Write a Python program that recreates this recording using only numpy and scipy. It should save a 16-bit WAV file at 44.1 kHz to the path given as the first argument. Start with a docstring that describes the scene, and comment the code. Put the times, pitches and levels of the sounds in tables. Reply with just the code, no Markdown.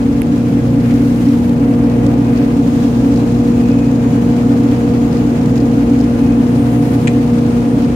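"""Indoors, close beside a running coffee roaster, on a hand-held stereo recorder.
The motor and fan hum over a rumble of air in the ducts. Air hisses through a perforated steel tray,
slots and panels sing up now and then, and the sheet metal rattles and ticks faintly.
The balance shifts as the microphones move over the machine. Nearest of all is the hand: it touches
the recorder once, rustles softly, and near the end a plastic meter held in it clicks."""
import sys
import numpy as np
from scipy import signal
from scipy.fft import rfft, irfft
from scipy.io import wavfile
from scipy.ndimage import uniform_filter1d, minimum_filter1d

SR = 44100
rng = np.random.default_rng(int(sys.argv[2]) if len(sys.argv) > 2 else 0)


def log_audio(samples):
    """Write samples as a 16-bit WAV file to the path given in sys.argv[1]."""
    # one column per channel
    frames = np.atleast_2d(samples).T
    # limit to full scale, then quantise
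    limited = np.clip(frames, -1, 1)
    pcm = np.round(limited * 32767).astype(np.int16)
    wavfile.write(sys.argv[1], SR, pcm)


N = 350595
T, HZ = np.arange(N) / SR, np.fft.rfftfreq(N, 1 / SR)

# How open the fan outlet lies to the moving microphones. Each row: time in seconds, exposure in dB.
OUTLET_EXPOSURE = [(0, -3.5), (1.25, -4), (1.65, -1), (2.1, 1.5), (2.7, -0.5), (4.6, 1), (6.2, 0), (6.8, 1),
                   (7.95, -0.5)]
# How alike the air sounds at the two microphones. Each row: frequency in Hz, correlation from -1 to 1.
MIC_LIKENESS = [(30, .98), (60, 0.94), (200, 0.99), (280, 1), (340, 0.92), (400, 0.84), (460, 0.77),
                (560, 0.59), (720, 0.26), (900, 0.057), (1250, -0.23), (1900, -0.048), (2600, -0.0014),
                (15000, -0.042)]

# Colours of the noises. Each row: frequency in Hz, relative level in dB.
RUMBLE_COLOUR = [(15, -40), (32, -28), (42, -16.5), (55, -5.5), (100, -5), (135, 0), (200, 0), (300, -2.5),
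                 (345, -6), (400, -10.5), (600, -14), (900, -20.5), (1400, -32), (2500, -64)]  # air in the ducts
RUSH_COLOUR = [(400, -14), (900, 4.5), (1400, 1.5), (1900, -1), (2450, -2.5), (3000, -7), (4000, -17),
               (7000, -21.5), (15800, -36)]  # soft rush from the machine
HISS_COLOUR = [(1500, -25), (2800, 1.5), (4000, 1.5), (5000, -1), (6200, -1.1), (6900, -0.5), (7500, -5),
               (9300, -6.5), (10500, -15.5), (15800, -14)]  # air through the tray
SIZZLE_COLOUR = [(3000, -30), (6500, -5), (9000, -2.5), (10300, -2), (12500, -2.5), (15800, -10.5)]  # thin top of the hiss
RATTLE_COLOUR = [(1200, -30), (2500, 3), (5000, 4.5), (7000, -7), (9000, -7), (15000, -20)]  # loose contacts
PING_COLOUR = [(1200, -22), (2200, 0), (5000, -1), (7000, -3), (9000, -11), (15000, -20)]  # ticking sheet metal
RUSTLE_COLOUR = [(700, -20), (1300, 0), (2200, 1), (3200, -7), (8000, -26), (15000, -26)]  # the hand

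# Resonances of the ducts and housing. Each row: centre in Hz, width in Hz, boost in dB.
DUCT_RESONANCES = [(45, 4, 6), (271, 18, 10), (288, 17, 11), (455, 24, 8)]
# The hiss as the microphones pass over the tray. Each row: time in seconds, level in dB.
HISS_PASS = [(0, -44), (.75, -45), (1.35, -42), (1.65, -49), (2.9, -41), (4, -44), (5, -43), (6.55, -44.5),
             (7, -42.5), (7.95, -43.5)]
# Gusts through the tray that lift the sizzle. Each row: centre and length in seconds, rise in dB.
TRAY_GUSTS = [(1.18, .6, 5), (2.8, 1.3, 1), (6.85, .65, 6)]
# Singing slots and panels. Each row: start and end in seconds, pitch and width in Hz, level in dB.
SINGING_SLOTS = [(.55, .9, 545, 12, -35), (1.85, 2.17, 542, 10, -30.5), (5.5, 5.8, 450, 16, -31),
                 (2.2, 2.62, 2530, 80, -46), (3.55, 3.95, 2520, 90, -47), (6.12, 6.42, 2520, 80, -47.5),
                 (2.2, 6.8, 6750, 500, -56), (5.9, 8.1, 9100, 1400, -55.5), (-.2, 6.6, 11830, 160, -66)]
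# Swells of fine rattle in the machine. Each row: centre and length in seconds, level in dB.
RATTLE_SWELLS = [(1.29, .04, -46), (2.39, .06, -45), (2.96, .05, -47), (3.15, .08, -43), (3.72, .07, -47),
                 (4.71, .08, -43), (4.97, .05, -47), (5.15, .07, -42.5), (5.58, .06, -43.5),
                 (6.0, .07, -45), (7.82, .07, -44)]
# The clear ticks of the sheet metal. Each row: start in seconds, peak in dB before colouring.
METAL_PINGS = [(.1312, -34), (1.4945, -21), (1.898, -24), (2.065, -19), (3.1402, -23), (5.4585, -24),
               (5.558, -24), (5.9902, -29)]

# Shifts of the hand's grip. Each row: centre and length in seconds, level in dB.
GRIP_SHIFTS = [(.92, 0.24, -38.5), (1.25, .25, -42), (2.42, .14, -43.5), (4.74, .12, -43)]
# One touch by the right microphone: start in seconds, peak on the right in dB, left over right in dB.
MIC_TOUCH = (.2188, -5, -26)
# Slips of the meter's case, heard as one click.
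# Each row: start in seconds, peak in dB before panning, left over right in dB.
CASE_SLIPS = [(7.0732, -9, 1), (7.075, -13, -5), (7.0774, -9.5, 2), (7.0798, -12, 1), (7.0815, -8.5, 5),
              (7.0875, -18, 0)]
# Ringing modes. Each row: frequency in Hz, relative level in dB, seconds to fall by 60 dB.
TOUCH_MODES = [(2260, -4, 0.0029), (10700, 2, 0.00096)]  # the touched recorder
CASE_MODES = [(1860, 2, 0.012), (1950, -7, .02), (2420, 2.5, 0.014), (2750, -7, 0.0039), (3170, 1, 0.0043),
              (4200, -8, 0.009), (6600, -6, 0.006), (7500, -2.5, 0.0063), (8500, -7, .005)]  # the meter's plastic case

# Weak steady tones of the drive and panels. Each row: frequency in Hz, rms level in dB.
PANEL_TONES = [(259.05, -33), (330.17, -35), (349.12, -43), (522, -46), (539.5, -42), (569.35, -46)]
# The microphones cross the whine's standing wave. Each row: centre and length in seconds, rise in dB.
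WHINE_CROSSINGS = [(1.7, 0.21, 3.5), (6.76, 0.24, 6.5)]
# Tones of the fan. Each row: multiple of the shaft speed, base level in dB, left over right in dB,
# lead of the left microphone in radians, share of the outlet's exposure from 0 to 1.
FAN_ORDERS = [(2, -31, -2, 0, 0.3), (3, -34.5, -1, 0.25, 0.2), (4, -37, -2, 0, 0.1),
              (5, -29.5, 0, -0.2, 0.4), (6, -29, -4, -0.8, 0), (8, -14.5, 1.5, 0.12, 0.07),
              (16, -26.5, -2, 0.49, 1), (28, -49, 16.5, 1.5, 1), (32, -58, 9, -3, 0.4),
              (38, -69, -9, -3, .3), (40, -49, 8, 4, .3)]


def amp(db):
    """Decibels to gain."""
    return 10 ** (np.asarray(db) / 20)


def unit(x):
    """Scales to rms 1."""
    return x / np.sqrt(np.mean(x ** 2) + 1e-20)


def across(points):
    """Reads a table over log frequency."""
    hz, value = np.transpose(points)
    return np.interp(np.log(HZ + 1), np.log(hz + 1), value)


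def along(points):
    """Reads a table over time."""
    return np.interp(T, *np.transpose(points))


def sides(pan_db):
    """Gains at the two microphones, the left louder by pan_db."""
    return amp(np.array([[pan_db], [-pan_db]]) / 2)


def bell(centre, length):
    """A smooth rise and fall around a time."""
    return np.exp(-(2 * (T - centre) / length) ** 2)


def swells(rows):
    """Smooth rises in dB, one for each row."""
    return sum(db * bell(centre, length) for centre, length, db in rows)


def wander(rate):
    """A random drift of rms 1, up to about this many changes a second."""
    return unit(irfft(rfft(rng.standard_normal(N)) * np.exp(-(HZ / rate) ** 2) * (HZ > 0), N))


def noise(shape_db):
    """Coloured noise at the two microphones: alike in the bass, diffuse in the treble."""
    left, other = rfft(rng.standard_normal((2, N)))
    likeness = np.clip(across(MIC_LIKENESS), -1, 1)
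    right = likeness * left + np.sqrt(1 - likeness ** 2) * other
    return unit(irfft(np.array([left, right]) * amp(shape_db), N))


def add(mix, start, sound):
    """Adds a stereo sound at a time in seconds."""
    part = mix[:, round(start * SR):][:, :sound.shape[1]]
    part += sound[:, :part.shape[1]]


def duct_rumble(level_db=-14.0, shadow_share=0.58, shadow_hz=370):
    """Turbulence rings the ducts; its upper part passes in and out of shadow as the microphones move."""
    resonance_db = sum(db * np.exp(-2 * ((HZ - hz) / width) ** 2) for hz, width, db in DUCT_RESONANCES)
    air = noise(across(RUMBLE_COLOUR) + resonance_db)
    upper = irfft(rfft(air) * (1 + np.tanh((HZ - shadow_hz) / 40)) / 2, N)
    upper_gain = amp(shadow_share * along(OUTLET_EXPOSURE))
    return amp(level_db) * (air + upper * (upper_gain - 1))


def eddies(air, depth_db, rate):
    """Uneven flow: overlapping bands swell and fade each on their own."""
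    spectrum, centres_hz = rfft(air), np.geomspace(900, 15000, 9)
    bands = (irfft(spectrum * np.interp(HZ, centres_hz, pick), N) for pick in np.eye(len(centres_hz)))
    return unit(sum(band * amp(depth_db * wander(rate)) for band in bands))


def panel_echoes(direct, strength=0.074, drift_s=.00004, count=8):
    """Nearby steel panels return short echoes, which comb the sound and shift as the hand drifts."""
    out = direct.copy()
    for mic, sound in zip(out, direct):
        drift = drift_s * wander(1)
        for delay_s, slope in rng.uniform([.001, -1], [.012, 1], (count, 2)):
            echo = np.interp(T - slope * drift, T, sound)
            mic += strength * np.roll(echo, round(delay_s * SR))
    return out


def tray_air(rush_db=-35.0, rush_share=0.31, sizzle_db=-51.5, eddy_db=0.57, flicker_db=0.95):
    """Air rushes from the fan outlet and hisses through the tray's small holes; gusts add sizzle."""
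    rush_gain = amp(rush_db + rush_share * along(OUTLET_EXPOSURE)) * sides(0.95)
    rush = rush_gain * eddies(noise(across(RUSH_COLOUR)), eddy_db, rate=25)
    hiss = amp(along(HISS_PASS)) * sides(1.0) * eddies(noise(across(HISS_COLOUR)), eddy_db, rate=10)
    sizzle = amp(sizzle_db + swells(TRAY_GUSTS) + eddy_db * wander(12)) * noise(across(SIZZLE_COLOUR))
    return panel_echoes(rush + hiss + sizzle) * amp(flicker_db * wander(34))


def singing_slots(waver_db=3.5):
    """The air stream excites narrow resonances of slots and panels, which come and go."""
    out = np.zeros((2, N))
    for start, end, hz, width, db in SINGING_SLOTS:
        fade_s = .15 * (end - start) + .07
        gate = np.clip(np.minimum(T - start, end - T) / fade_s, 0, 1)
        resonance_db = -20 * np.log10(1 + (2 * (HZ - hz) / width) ** 2)
        out += amp(db + waver_db * wander(5.4)) * gate * noise(resonance_db)
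    return out


def loose_rattle(per_s=900, spread_db=9.0, steady_db=-52.0):
    """Tiny loose contacts tick all the time and now and then swell together."""
    contacts = rng.random((2, N)) < per_s / SR
    force = amp(spread_db * np.minimum(rng.exponential(1, (2, N)), 4))
    t = T[:SR // 50]
    scatter = rng.standard_normal((2, len(t))) * np.exp(-t / 0.0052)
    grains = signal.fftconvolve(contacts * force, scatter, axes=1)[:, :N]
    level = amp(steady_db) + sum(amp(db) * bell(centre, length) for centre, length, db in RATTLE_SWELLS)
    return level * unit(irfft(rfft(grains) * amp(across(RATTLE_COLOUR)), N))


def metal_pings(t60=0.025, faint_per_s=9, faint_db=-30.5):
    """Short bright ticks in the sheet metal: a few clear ones among many faint."""
    t, out = T[:SR // 20], np.zeros((2, N))
    chances = rng.random((200, 2))[:round(faint_per_s * T[-1])]
    faint = [(when * T[-1], faint_db + 4 * size) for when, size in chances]
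    for start, db in METAL_PINGS + faint:
        burst = rng.standard_normal((2, len(t))) * amp(-60 * t / t60)
        add(out, start, amp(db) * burst / abs(burst).max())
    return 2 * irfft(rfft(out) * amp(across(PING_COLOUR)), N)


def hand_rustle(uneven_db=2.5):
    """The hand shifts its grip with a soft brushing sound, close to the microphones."""
    level = sum(amp(db) * bell(centre, length) for centre, length, db in GRIP_SHIFTS)
    return level * amp(uneven_db * wander(30)) * noise(across(RUSTLE_COLOUR))


def mic_touch(attack_s=0.00028):
    """A dry touch right beside the port of the right microphone rings for an instant."""
    start, db, left_db = MIC_TOUCH
    t, out = T[:SR // 50], np.zeros((2, N))
    ring = sum(amp(mode_db - 60 * t / t60) * np.sin(2 * np.pi * hz * t)
               for hz, mode_db, t60 in TOUCH_MODES)
    ring *= 1 - np.exp(-t / attack_s)
    add(out, start, amp([[db + left_db], [db]]) * ring / abs(ring).max())
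    return out


def meter_click(crack_gain=0.47, top_hz=8800, room_db=-12.0, room_t60=0.19):
    """The plastic case slips in quick steps, each a dry crack and a short ring; the room answers."""
    t, direct = T[:SR // 10], np.zeros((2, N))
    crack_band = signal.butter(2, [1300, 8000], "band", fs=SR, output="sos")
    lowpass = signal.butter(6, top_hz, fs=SR, output="sos")
    for start, db, pan_db in CASE_SLIPS:
        ring = sum(amp(mode_db - 60 * t / t60) * np.sin(2 * np.pi * (hz * t + rng.random((2, 1))))
                   for hz, mode_db, t60 in CASE_MODES)
        crack = signal.sosfilt(crack_band, rng.standard_normal((2, len(t))) * np.exp(-t / 0.0017))
        slip = signal.sosfilt(lowpass, ring + crack_gain * crack)
        add(direct, start, amp(db) * sides(pan_db) * slip / abs(slip).max())
    t = T[:SR // 2]
    tail = rng.standard_normal((2, len(t))) * amp(-60 * t / room_t60) * (t > .004)
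    room = signal.fftconvolve(direct, tail / np.linalg.norm(tail[0]), axes=1)[:, :N]
    return direct + amp(room_db) * room


def motor_and_fan(shaft_hz=29.794, mains_hz=59.995, sway_turns=0.0007, flutter_db=0.9,
                  whine_db=-38.5, whine_lead_rad=0.63, hum_db=-21.0, hum_waver_db=1.5):
    """Tones at multiples of the shaft speed, the eighth strongest as the blades pass, and mains hum."""
    turns = shaft_hz * T + sway_turns * wander(1.4)
    exposure_db, out = along(OUTLET_EXPOSURE), np.zeros((2, N))
    for order, db, pan_db, lead, share in FAN_ORDERS:
        phase = 2 * np.pi * (order * turns + rng.random()) + np.array([[lead], [-lead]]) / 2
        out += amp(db + share * exposure_db + flutter_db * wander(2.9)) * sides(pan_db) * np.sin(phase)
    # The whine lies at three times the blade rate.
    whine = np.sin(2 * np.pi * (24 * turns + rng.random()) + np.array([[whine_lead_rad], [0]]))
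    out += amp(whine_db + exposure_db + swells(WHINE_CROSSINGS)) * sides(1.5) * whine
    # The magnetic hum, at twice the mains, beats slowly with the fourth order.
    hum = np.sin(2 * np.pi * (2 * mains_hz * T + rng.random()))
    out += amp(hum_db + hum_waver_db * wander(1.3)) * sides(-1.4) * hum
    for hz, db in PANEL_TONES:
        level = amp(db + 0.5 * wander(5.3))
        out += level * np.sin(2 * np.pi * (hz * T + rng.random()) + .5 * wander(1.4))
    return np.sqrt(2) * out  # from rms to the sines' peaks


def scene():
    """The roaster close by, and the small sounds of the hand right at the microphones."""
    roaster = motor_and_fan() + duct_rumble() + tray_air() + singing_slots()
    sheet_metal = loose_rattle() + metal_pings()
    handling = hand_rustle() + meter_click() + mic_touch()
    return roaster + sheet_metal + handling


def record(dry):
    """The recorder's smooth limiter holds the crests under full scale; the top treble is cut off."""
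    gain = np.minimum(1, .95 / (abs(dry).max(0) + 1e-9))
    gain = uniform_filter1d(minimum_filter1d(gain, size=601), size=601)
    lowpass = signal.firwin(511, cutoff=15850, window=("kaiser", 9), fs=SR)
    return signal.oaconvolve(dry * gain, lowpass[None], "same")


dry = scene()
out = record(dry)
log_audio(out)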